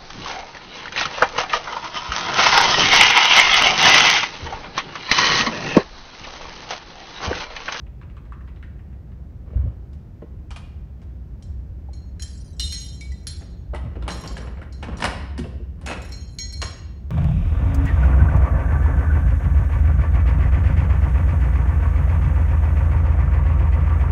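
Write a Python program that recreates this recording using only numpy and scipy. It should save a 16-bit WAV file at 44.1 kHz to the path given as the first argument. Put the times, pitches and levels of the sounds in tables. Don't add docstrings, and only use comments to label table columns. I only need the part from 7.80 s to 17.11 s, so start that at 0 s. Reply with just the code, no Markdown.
import sys
import numpy as np
from scipy import signal
from scipy.fft import rfft, irfft, next_fast_len
from scipy.io import wavfile

SR = 44100
rng = np.random.default_rng(int(sys.argv[2]) if len(sys.argv) > 2 else 0)


def persist_wave(psi):
    counts = np.round(np.clip(psi, -1, 1) * 32767).astype(np.int16)
    wavfile.write(sys.argv[1], SR, np.atleast_2d(counts).T)


N = 410438


# (time [s], level [dB])
VENT_SWELL = [(2.7, -39), (3.5, -32.5), (6.5, -30.5), (9.3, -32.5)]
# (frequency [Hz], width [Hz], level [dB])
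ROOM_BOOM = [(63, 23.8, -0.5), (172.6, 11, -22), (269.3, 11, -29)]
# (frequency [Hz], level [dB])
AIR_COLOUR = [(12, -61), (20, -46), (41, -7), (64, -4), (148, -14), (180, -16.5), (274, -27.5),
              (333, -26.5), (465, -35), (505, -34), (1160, -47), (1720, -49.5), (3450, -60.5), (5850, -64),
              (15500, -82.5)]
# (frequency [Hz], level [dB])
HISS_COLOUR = [(8000, -29), (11500, -8), (13000, 1), (15500, -4)]

# (time [s], level [dB])
STUD_TICKS = [(0.0642, -44.5), (0.827, -37), (0.9902, -44), (1.1257, -50.5), (1.3175, -46)]
# (frequency [Hz], level [dB])
STUD_COLOUR = [(300, 3), (700, -6), (1200, 8), (2000, 3.5), (2800, 6), (4200, -27.5), (7000, -24),
               (13000, -35)]
RATCHET_START_S, TOOTH_S = 0.2135, 0.154
PAWL_SHARE = 0.55
TOOTH_DB, PAWL_DB = -37, -43.5
STUD_CRACK_T60_S, IRON_CRACK_T60_S = 0.014, 0.025

# (frequency [Hz], t60 [s])
ROOM_T60 = [(200, 0.93), (600, 0.7), (1500, 0.76), (3700, 0.71), (7000, 0.47), (12000, 0.42)]
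EDGES_HZ = 22 * 2 ** (np.arange(20) / 2)

# (start [s], end [s], level [dB])
STROKES = [(1.69, 1.883, -49), (6.0, 6.2, -49.5), (6.273, 6.674, -41), (7.052, 7.2, -37.5),
           (7.25, 7.32, -35.5), (8.054, 8.123, -36.5)]
STROKE_RISE_DB_PER_S, STROKE_FALL_DB_PER_S = 354, 138.5
# (frequency [Hz], level [dB])
RUB_COLOUR = [(80, 9), (170, 22), (300, 10.5), (550, 10.5), (800, -0.5), (1100, 4), (2800, -13.5),
              (6000, -32.5), (10000, -39), (14000, -59.5)]

# (time [s], level [dB], hardness [0-1], pitch of the struck part [Hz])
CONTACTS = [(1.731, -47, .1, 820), (1.85, -48.5, 0, 950), (2.131, -50, 0.9, 816),
            (2.419, -42.5, 0.07, 1030), (2.706, -33, 0.91, 2370), (2.761, -29, 0.82, 2465),
            (3.217, -46.5, 0.75, 750), (5.61, -40, 0.3, 750), (5.936, -30, 0.43, 700),
            (5.947, -24.5, 0.7, 1994), (6.155, -35.5, 0.13, 800), (6.224, -31, 0.57, 1360),
            (6.279, -16.5, 0.77, 845), (6.305, -28, 0.93, 785), (6.437, -25.5, 0.7, 1057),
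            (6.568, -27, 0.82, 1684), (6.672, -34, 0.42, 1340), (6.772, -37.5, 0.44, 900),
            (6.816, -34, 0.5, 1380), (7.027, -21.5, 0.63, 820), (7.578, -26, 0.81, 1006),
            (7.641, -33, 0.2, 2690), (8.013, -42, 0.84, 820), (8.062, -24, 0.93, 790),
            (8.817, -20, 0.8, 1087), (8.824, -21.5, 0.67, 1160)]
# (frequency [Hz], level [dB])
IRON_COLOUR = [(180, 5.5), (400, 3), (700, 7), (1000, 0), (1500, 5.5), (2500, -5), (3600, -3), (5500, -9.5),
               (8000, -19), (10000, -12), (13000, -37)]
# (frequency [Hz], width [Hz], level [dB])
PLATE = [(826, 8.3, -9.5), (905, 32, -20.5), (1008, 12, -32), (1063, 37, -10.5), (1720, 43, -28.5),
         (2260, 38, -2), (2890, 200, 0.5)]
SOFT_BASS_DB, HARD_BASS_DB, SOFT_TREBLE_DB, HARD_TREBLE_DB = 24, -8.5, -33.5, 9

# (time [s], level [dB], centre [Hz])
THUMPS = [(1.758, 0, 73), (1.839, -3.5, 91), (2.418, -21, 504), (4.086, -26, 810), (5.931, -14.5, 616),
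          (6.04, -11, 116), (7.22, -16.5, 183), (7.584, -11.5, 276), (7.606, -12, 141), (7.795, -26, 383),
          (8.069, -24, 245), (8.82, -16, 86)]
# (frequency [Hz], level [dB], t60 [s])
DOOR_MODES = [(64.2, -0.5, 0.22), (83.5, -2.5, 0.16), (110.7, -4.5, 0.19), (156, -2, 0.15),
              (180.7, 6.5, 0.062), (240.4, 0, 0.15), (254, -7.5, .14), (359, -3, 0.14), (456, 0.5, 0.066),
              (596, -1, 0.055), (807, 4.5, 0.024)]
THUMP_DB_PER_OCTAVE = 19

# (time [s], click [dB], ring of the long key [dB], ring of the short key [dB])
CLINKS = [(3.624, -44.5, -83, -88), (4.132, -48, -69, -54.5), (4.396, -34, -68, -57),
          (4.421, -24.5, -56, -57), (4.796, -19.5, -27, -40.5), (4.923, -25, -36, -34.5),
          (5.209, -37, -49, -65), (5.319, -45.5, -72, -75), (5.469, -23.5, -48, -42.5),
          (6.302, -44, -41, -46), (6.475, -35, -62, -55), (6.925, -45, -62, -56), (7.17, -39.5, -56, -81),
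          (8.06, -34, -66, -46.5), (8.218, -36.5, -56, -74), (8.32, -37, -59, -39.5),
          (8.586, -29, -62.5, -29), (8.725, -35, -68, -37.5), (8.817, -24.5, -65, -35.5)]
# (frequency [Hz], level [dB])
KEY_CLICK_COLOUR = [(400, -23), (1200, -11.5), (2200, -0.5), (3200, -7.5), (5000, 3), (7500, 0),
                    (10000, -15.5), (13000, -14)]
# (frequency [Hz], level [dB], t60 [s])
LONG_KEY_MODES = [(1976, -25, .7), (2745, -21, .45), (2939, -12, .6), (3325, -18, .65), (3690, -4, .55),
                  (4092, 0, .7), (4847, -14, .65), (5284, -6, .65), (5698, -9, .6), (6598, -8, .65),
                  (7603, -12, .55), (7752, -20, .45), (8540, -12, .6), (9742, -18, .45), (10282, -16, .45),
                  (12980, -22, .3)]
# (frequency [Hz], level [dB], t60 [s])
SHORT_KEY_MODES = [(1540, -25, .45), (1970, -17, .65), (2253, -14, .4), (3219, -22, .35), (4110, -9, .5),
                   (4229, 0, .55), (4360, -18, .4), (5523, -5, .5), (6608, -3, .55), (7625, -18, .45),
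                   (9830, -21, .4), (12010, -21, .25)]
# (frequency [Hz], level [dB], t60 [s])
FITTING_MODES = [(3160, -7, 0.11), (4113, -6, 0.26), (4010, -12.5, 0.15), (4270, -25, 0.13),
                 (4860, -9.5, 0.1), (5450, -9.5, 0.14), (5485, -3.5, 0.14), (5700, 1.5, 0.048),
                 (6400, -22, 0.12), (6700, -6, 0.1), (6830, -15, 0.098), (7510, -13.5, 0.35),
                 (8810, -14.5, 0.091), (9400, -22, 0.28), (9860, -6.5, 0.18), (11960, 5.5, 0.056)]
FITTINGS_DB = -10
# (start [s], end [s], fittings [dB], small pieces [dB])
SHAKES = [(4.426, 4.79, -58, -51), (4.815, 5.15, -40.5, -64), (5.15, 5.45, -62, -65),
          (6.295, 6.66, -46.5, -71), (8.225, 8.56, -54, -68)]
SETTLE_DB_PER_S = 25
CHINK_HZ, CHINK_T60_S = (3840, 10540), 0.093
# (time [s], level [dB], pitch [Hz], t60 [s])
PINGS = [(5.211, -37.5, 2260, 0.23), (5.319, -42.5, 1980, 0.11), (8.589, -36.5, 2253, 0.18)]

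WARDS_S = (5.6, 7.2)
RATTLE_DB, RATTLE_SPREAD_DB = -2, 8
RATTLE_HARDNESS = 0.4
RATTLE_HZ = (804, 1640)
# (stop time [s], level [dB], time between jerks [s], gain per jerk [dB], hardness [0-1], pitch [Hz])
BOLTS = [(7.241, -8.5, 0.019, 7.5, 0.8, 973), (8.112, -18, 0.013, 2, 0.66, 2565)]

METAL_TOP_HZ, CUTOFF_HZ = 10170, 15700


def from_db(db):
    return 10 ** (np.asarray(db) / 20)


def rms_one(x):
    return x / np.sqrt(np.mean(x ** 2) + 1e-20)


def in_time(rows):
    return np.interp(np.arange(N) / SR, *np.transpose(rows))


def at_hz(points, hz):
    table_hz, values = np.array(points)[:, 0], np.array(points)[:, 1]
    return np.interp(np.log(hz), np.log(table_hz), values)


def bands():
    return [(np.sqrt(lo * hi), signal.butter(2, [lo, hi], "band", fs=SR, output="sos"))
            for lo, hi in zip(EDGES_HZ, EDGES_HZ[1:])]


def coloured(noise, colour):
    size = next_fast_len(N)
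    hz = np.maximum(np.fft.rfftfreq(size, 1 / SR), 1)
    spectrum = rfft(noise, size) * from_db(at_hz(colour, hz))
    return rms_one(irfft(spectrum)[:N])


def drift(t, rate):
    knots = np.clip(rng.standard_normal(1000), -1.3, 1.3)
    return np.interp(t * rate, np.arange(len(knots)), knots)


def clicks(times, sizes):
    out = np.zeros(N)
    places = np.clip(np.round(times * SR).astype(int), 0, N - 1)
    np.add.at(out, places, sizes)
    return out


def fade(power, t60):
    keep = from_db(-120 / (t60 * SR))
    return signal.lfilter([1], [1, -keep], power + 1e-18)


def resonate(x, hz, width_hz):
    r = np.exp(-np.pi * width_hz / SR)
    feedback = [1, -2 * r * np.cos(2 * np.pi * hz / SR), r * r]
    return signal.lfilter(np.array([1, 0, -1]) * (1 - r * r) / 2, feedback, x)


def blows(times, level_db, colour, crack_t60, body_t60, body_db, rebound_db, uneven_db,
          rebound_s=.007, count=3):
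    out, white = np.zeros(N), rng.standard_normal((2, N))
    gaps = rebound_s * rng.uniform(.4, 1.6, (len(times), count))
    touches = times[:, None] + np.cumsum(gaps, axis=1) - gaps[:, :1]
    rebounds_db = rebound_db * np.arange(count)
    for k, (hz, band) in enumerate(bands()):
        if hz > colour[0][0]:
            spot_db = uneven_db * rng.standard_normal(touches.shape)
            db = level_db(hz)[:, None] + at_hz(colour, hz) + rebounds_db + spot_db
            power = clicks(touches.ravel(), from_db(db.ravel()) ** 2)
            crack, body = fade(power, crack_t60), fade(power, body_t60)
            height = np.sqrt(crack + from_db(body_db) ** 2 * body)
            out += signal.sosfilt(band, height * white[k % 2])
    return out / np.sqrt(np.sum(from_db(rebounds_db) ** 2))


def tones(rows, push_s):
    out = np.zeros(N + SR)
    for s, db, hz, t60 in rows:
        t = np.arange(int(min(t60 + 2 * push_s, 1) * SR)) / SR
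        swell = 1 - np.exp(-t / push_s)
        wave = np.sin(2 * np.pi * hz * t) * swell * from_db(db - 60 * t / t60)
        start = round(s * SR)
        out[start:start + len(t)] -= wave
    return out[:N]


def ventilation():
    flow = rng.standard_normal(N)
    boom = np.zeros(N)
    for hz, width, db in ROOM_BOOM:
        mode = resonate(resonate(flow, hz, width), hz, width)
        boom += from_db(db) * rms_one(mode)
    air = coloured(rng.standard_normal(N), AIR_COLOUR)
    return from_db(in_time(VENT_SWELL)) * boom + from_db(-38) * air


def microphone_hiss():
    return from_db(-82) * coloured(rng.standard_normal(N), HISS_COLOUR)


def stud(count=4):
    teeth = RATCHET_START_S + TOOTH_S * np.arange(count)
    tooth_ticks = [(at, TOOTH_DB) for at in teeth]
    pawl_ticks = [(at + PAWL_SHARE * TOOTH_S, PAWL_DB) for at in teeth]
    s, db = np.transpose(tooth_ticks + pawl_ticks + STUD_TICKS)
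    ticks = blows(s, lambda hz: db, STUD_COLOUR, crack_t60=STUD_CRACK_T60_S, body_t60=0.095,
                  body_db=-4, rebound_db=-6, uneven_db=5)
    return from_db(-4) * ticks


def room(x, build_s=0.012):
    t, white = np.arange(SR) / SR, rng.standard_normal((2, SR))
    tail = np.zeros(SR)
    for k, (hz, band) in enumerate(bands()):
        tail += signal.sosfilt(band, white[k % 2]) * from_db(-60 * t / at_hz(ROOM_T60, hz))
    echo = rms_one(tail * (1 - np.exp(-t / build_s))) / np.sqrt(SR)
    return signal.fftconvolve(x, echo)[:N]


def rubbing_db(t):
    levels = []
    for start, end, db in STROKES:
        rise = STROKE_RISE_DB_PER_S * np.maximum(start - t, 0)
        fall = STROKE_FALL_DB_PER_S * np.maximum(t - end, 0)
        levels.append(db - rise - fall)
    return np.max(levels, axis=0)


def scrape(slips_per_s=150, slip_t60=0.075):
    slips = (rng.random(N) < slips_per_s / SR) * rng.exponential(1, N)
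    grains = np.sqrt(fade(slips, slip_t60)) * rng.standard_normal(N)
    return from_db(rubbing_db(np.arange(N) / SR)) * coloured(grains, RUB_COLOUR)


def lock(part_db=-8, part_t60=0.047):
    s, db, hardness, part_hz = np.transpose(CONTACTS + bolt_jerks() + ward_rattle())
    bass_db = np.interp(hardness, [0, 1], [SOFT_BASS_DB, HARD_BASS_DB])
    treble_db = np.interp(hardness, [0, 1], [SOFT_TREBLE_DB, HARD_TREBLE_DB])

    def level_db(hz):
        bass = at_hz([(480, 1), (900, 0)], hz)
        treble = at_hz([(2400, 0), (4600, 1)], hz)
        return db + bass * bass_db + treble * treble_db

    hits = blows(s, level_db, IRON_COLOUR, crack_t60=IRON_CRACK_T60_S, body_t60=0.13,
                 body_db=-7, rebound_db=-3, uneven_db=3.5)
    part_rows = [(at, level + part_db, hz, part_t60) for at, level, hz in zip(s, db, part_hz)]
    iron = hits + tones(part_rows, push_s=0.00011) + scrape()
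    plate = sum(from_db(gain_db) * resonate(iron, hz, width) for hz, width, gain_db in PLATE)
    return iron + plate


def door():
    rows = []
    for s, db, centre_hz in THUMPS:
        for hz, mode_db, t60 in DOOR_MODES:
            loss_db = THUMP_DB_PER_OCTAVE * abs(np.log2(hz / centre_hz))
            rows.append((s, db + mode_db - loss_db, hz, t60))
    return tones(rows, push_s=0.013)


def keys():
    s, click_db, long_db, short_db = np.transpose(CLINKS)
    click = blows(s, lambda hz: click_db, KEY_CLICK_COLOUR, crack_t60=0.019, body_t60=.09,
                  body_db=-12.5, rebound_db=-6, uneven_db=5.5)
    long_key = key_ring(s, long_db, LONG_KEY_MODES, uneven_db=1.5, waver=1.4)
    short_key = key_ring(s, short_db, SHORT_KEY_MODES, uneven_db=1.5, waver=1.4)
    chink_s, chink_db, pieces_db = np.transpose(chinks())
    fitting_s, fitting_db = np.r_[s, chink_s], np.r_[click_db + FITTINGS_DB, chink_db]
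    fittings = key_ring(fitting_s, fitting_db, FITTING_MODES, uneven_db=3.5, waver=1.7)
    pieces = stray_tones(chink_s, pieces_db)
    return click, long_key + short_key + fittings + pieces + tones(PINGS, push_s=0.00065)


def key_ring(times, level_db, modes, uneven_db, waver, waver_rate=58, size=8):
    out, t = np.zeros(N), np.arange(0, N, size) / SR
    for hz, mode_db, t60 in modes:
        strength = from_db(level_db + mode_db + uneven_db * rng.standard_normal(len(times)))
        knocks = clicks(times / size, strength ** 2)[:len(t)]
        height = np.sqrt(fade(knocks, t60 / size))
        height = signal.lfilter([.22], [1, -.78], height)
        wander = 1 + waver * (drift(t, waver_rate) + 1j * drift(t, waver_rate))
        swing = height * wander * np.exp(2j * np.pi * hz * t)
        within_block = np.exp(2j * np.pi * hz * np.arange(size) / SR)
        out += np.outer(swing, within_block).ravel().imag[:N]
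    return out / np.sqrt(1 + waver ** 2)


def chinks(count=16):
    shares = (np.arange(count) + rng.random((len(SHAKES), count))) / count
    touches = []
    for (start, end, db, pieces_db), row in zip(SHAKES, shares):
        for wait in row * (end - start):
            loss_db = SETTLE_DB_PER_S * wait
            touches.append((start + wait, db - loss_db, pieces_db - loss_db))
    return touches


def stray_tones(times, level_db, count=3):
    spread = (np.arange(count) + rng.random((len(times), count))) / count
    pitches = CHINK_HZ[0] * (CHINK_HZ[1] / CHINK_HZ[0]) ** spread
    rows = [(s, db, hz, CHINK_T60_S) for s, db, row in zip(times, level_db, pitches) for hz in row]
    return tones(rows, push_s=.0003)


def ward_rattle(count=18):
    s = np.interp((np.arange(count) + rng.random(count)) / count, [0, 1], WARDS_S)
    db = rubbing_db(s) + RATTLE_DB + RATTLE_SPREAD_DB * rng.uniform(-1, 1, count)
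    part_hz = rng.uniform(*RATTLE_HZ, count)
    return [(at, level, RATTLE_HARDNESS, hz) for at, level, hz in zip(s, db, part_hz)]


def bolt_jerks(count=4):
    return [(stop - k * gap, db - k * gain_db, hardness, hz)
            for stop, db, gap, gain_db, hardness, hz in BOLTS for k in range(count)]


def scene():
    air = ventilation() + microphone_hiss()
    knocks = stud() + lock()
    click, ringing = keys()
    echo = room(from_db(-8.5) * knocks + from_db(-6) * click + from_db(-13.5) * ringing)
    soften = signal.butter(8, METAL_TOP_HZ, fs=SR, output="sos")
    metal = signal.sosfilt(soften, knocks + click + ringing + echo)
    return (metal + door() + air)[None]


def record(dry):
    return signal.sosfilt(signal.ellip(10, .1, 80, CUTOFF_HZ, fs=SR, output="sos"), dry)


dry = scene()
out = record(dry)
persist_wave(out)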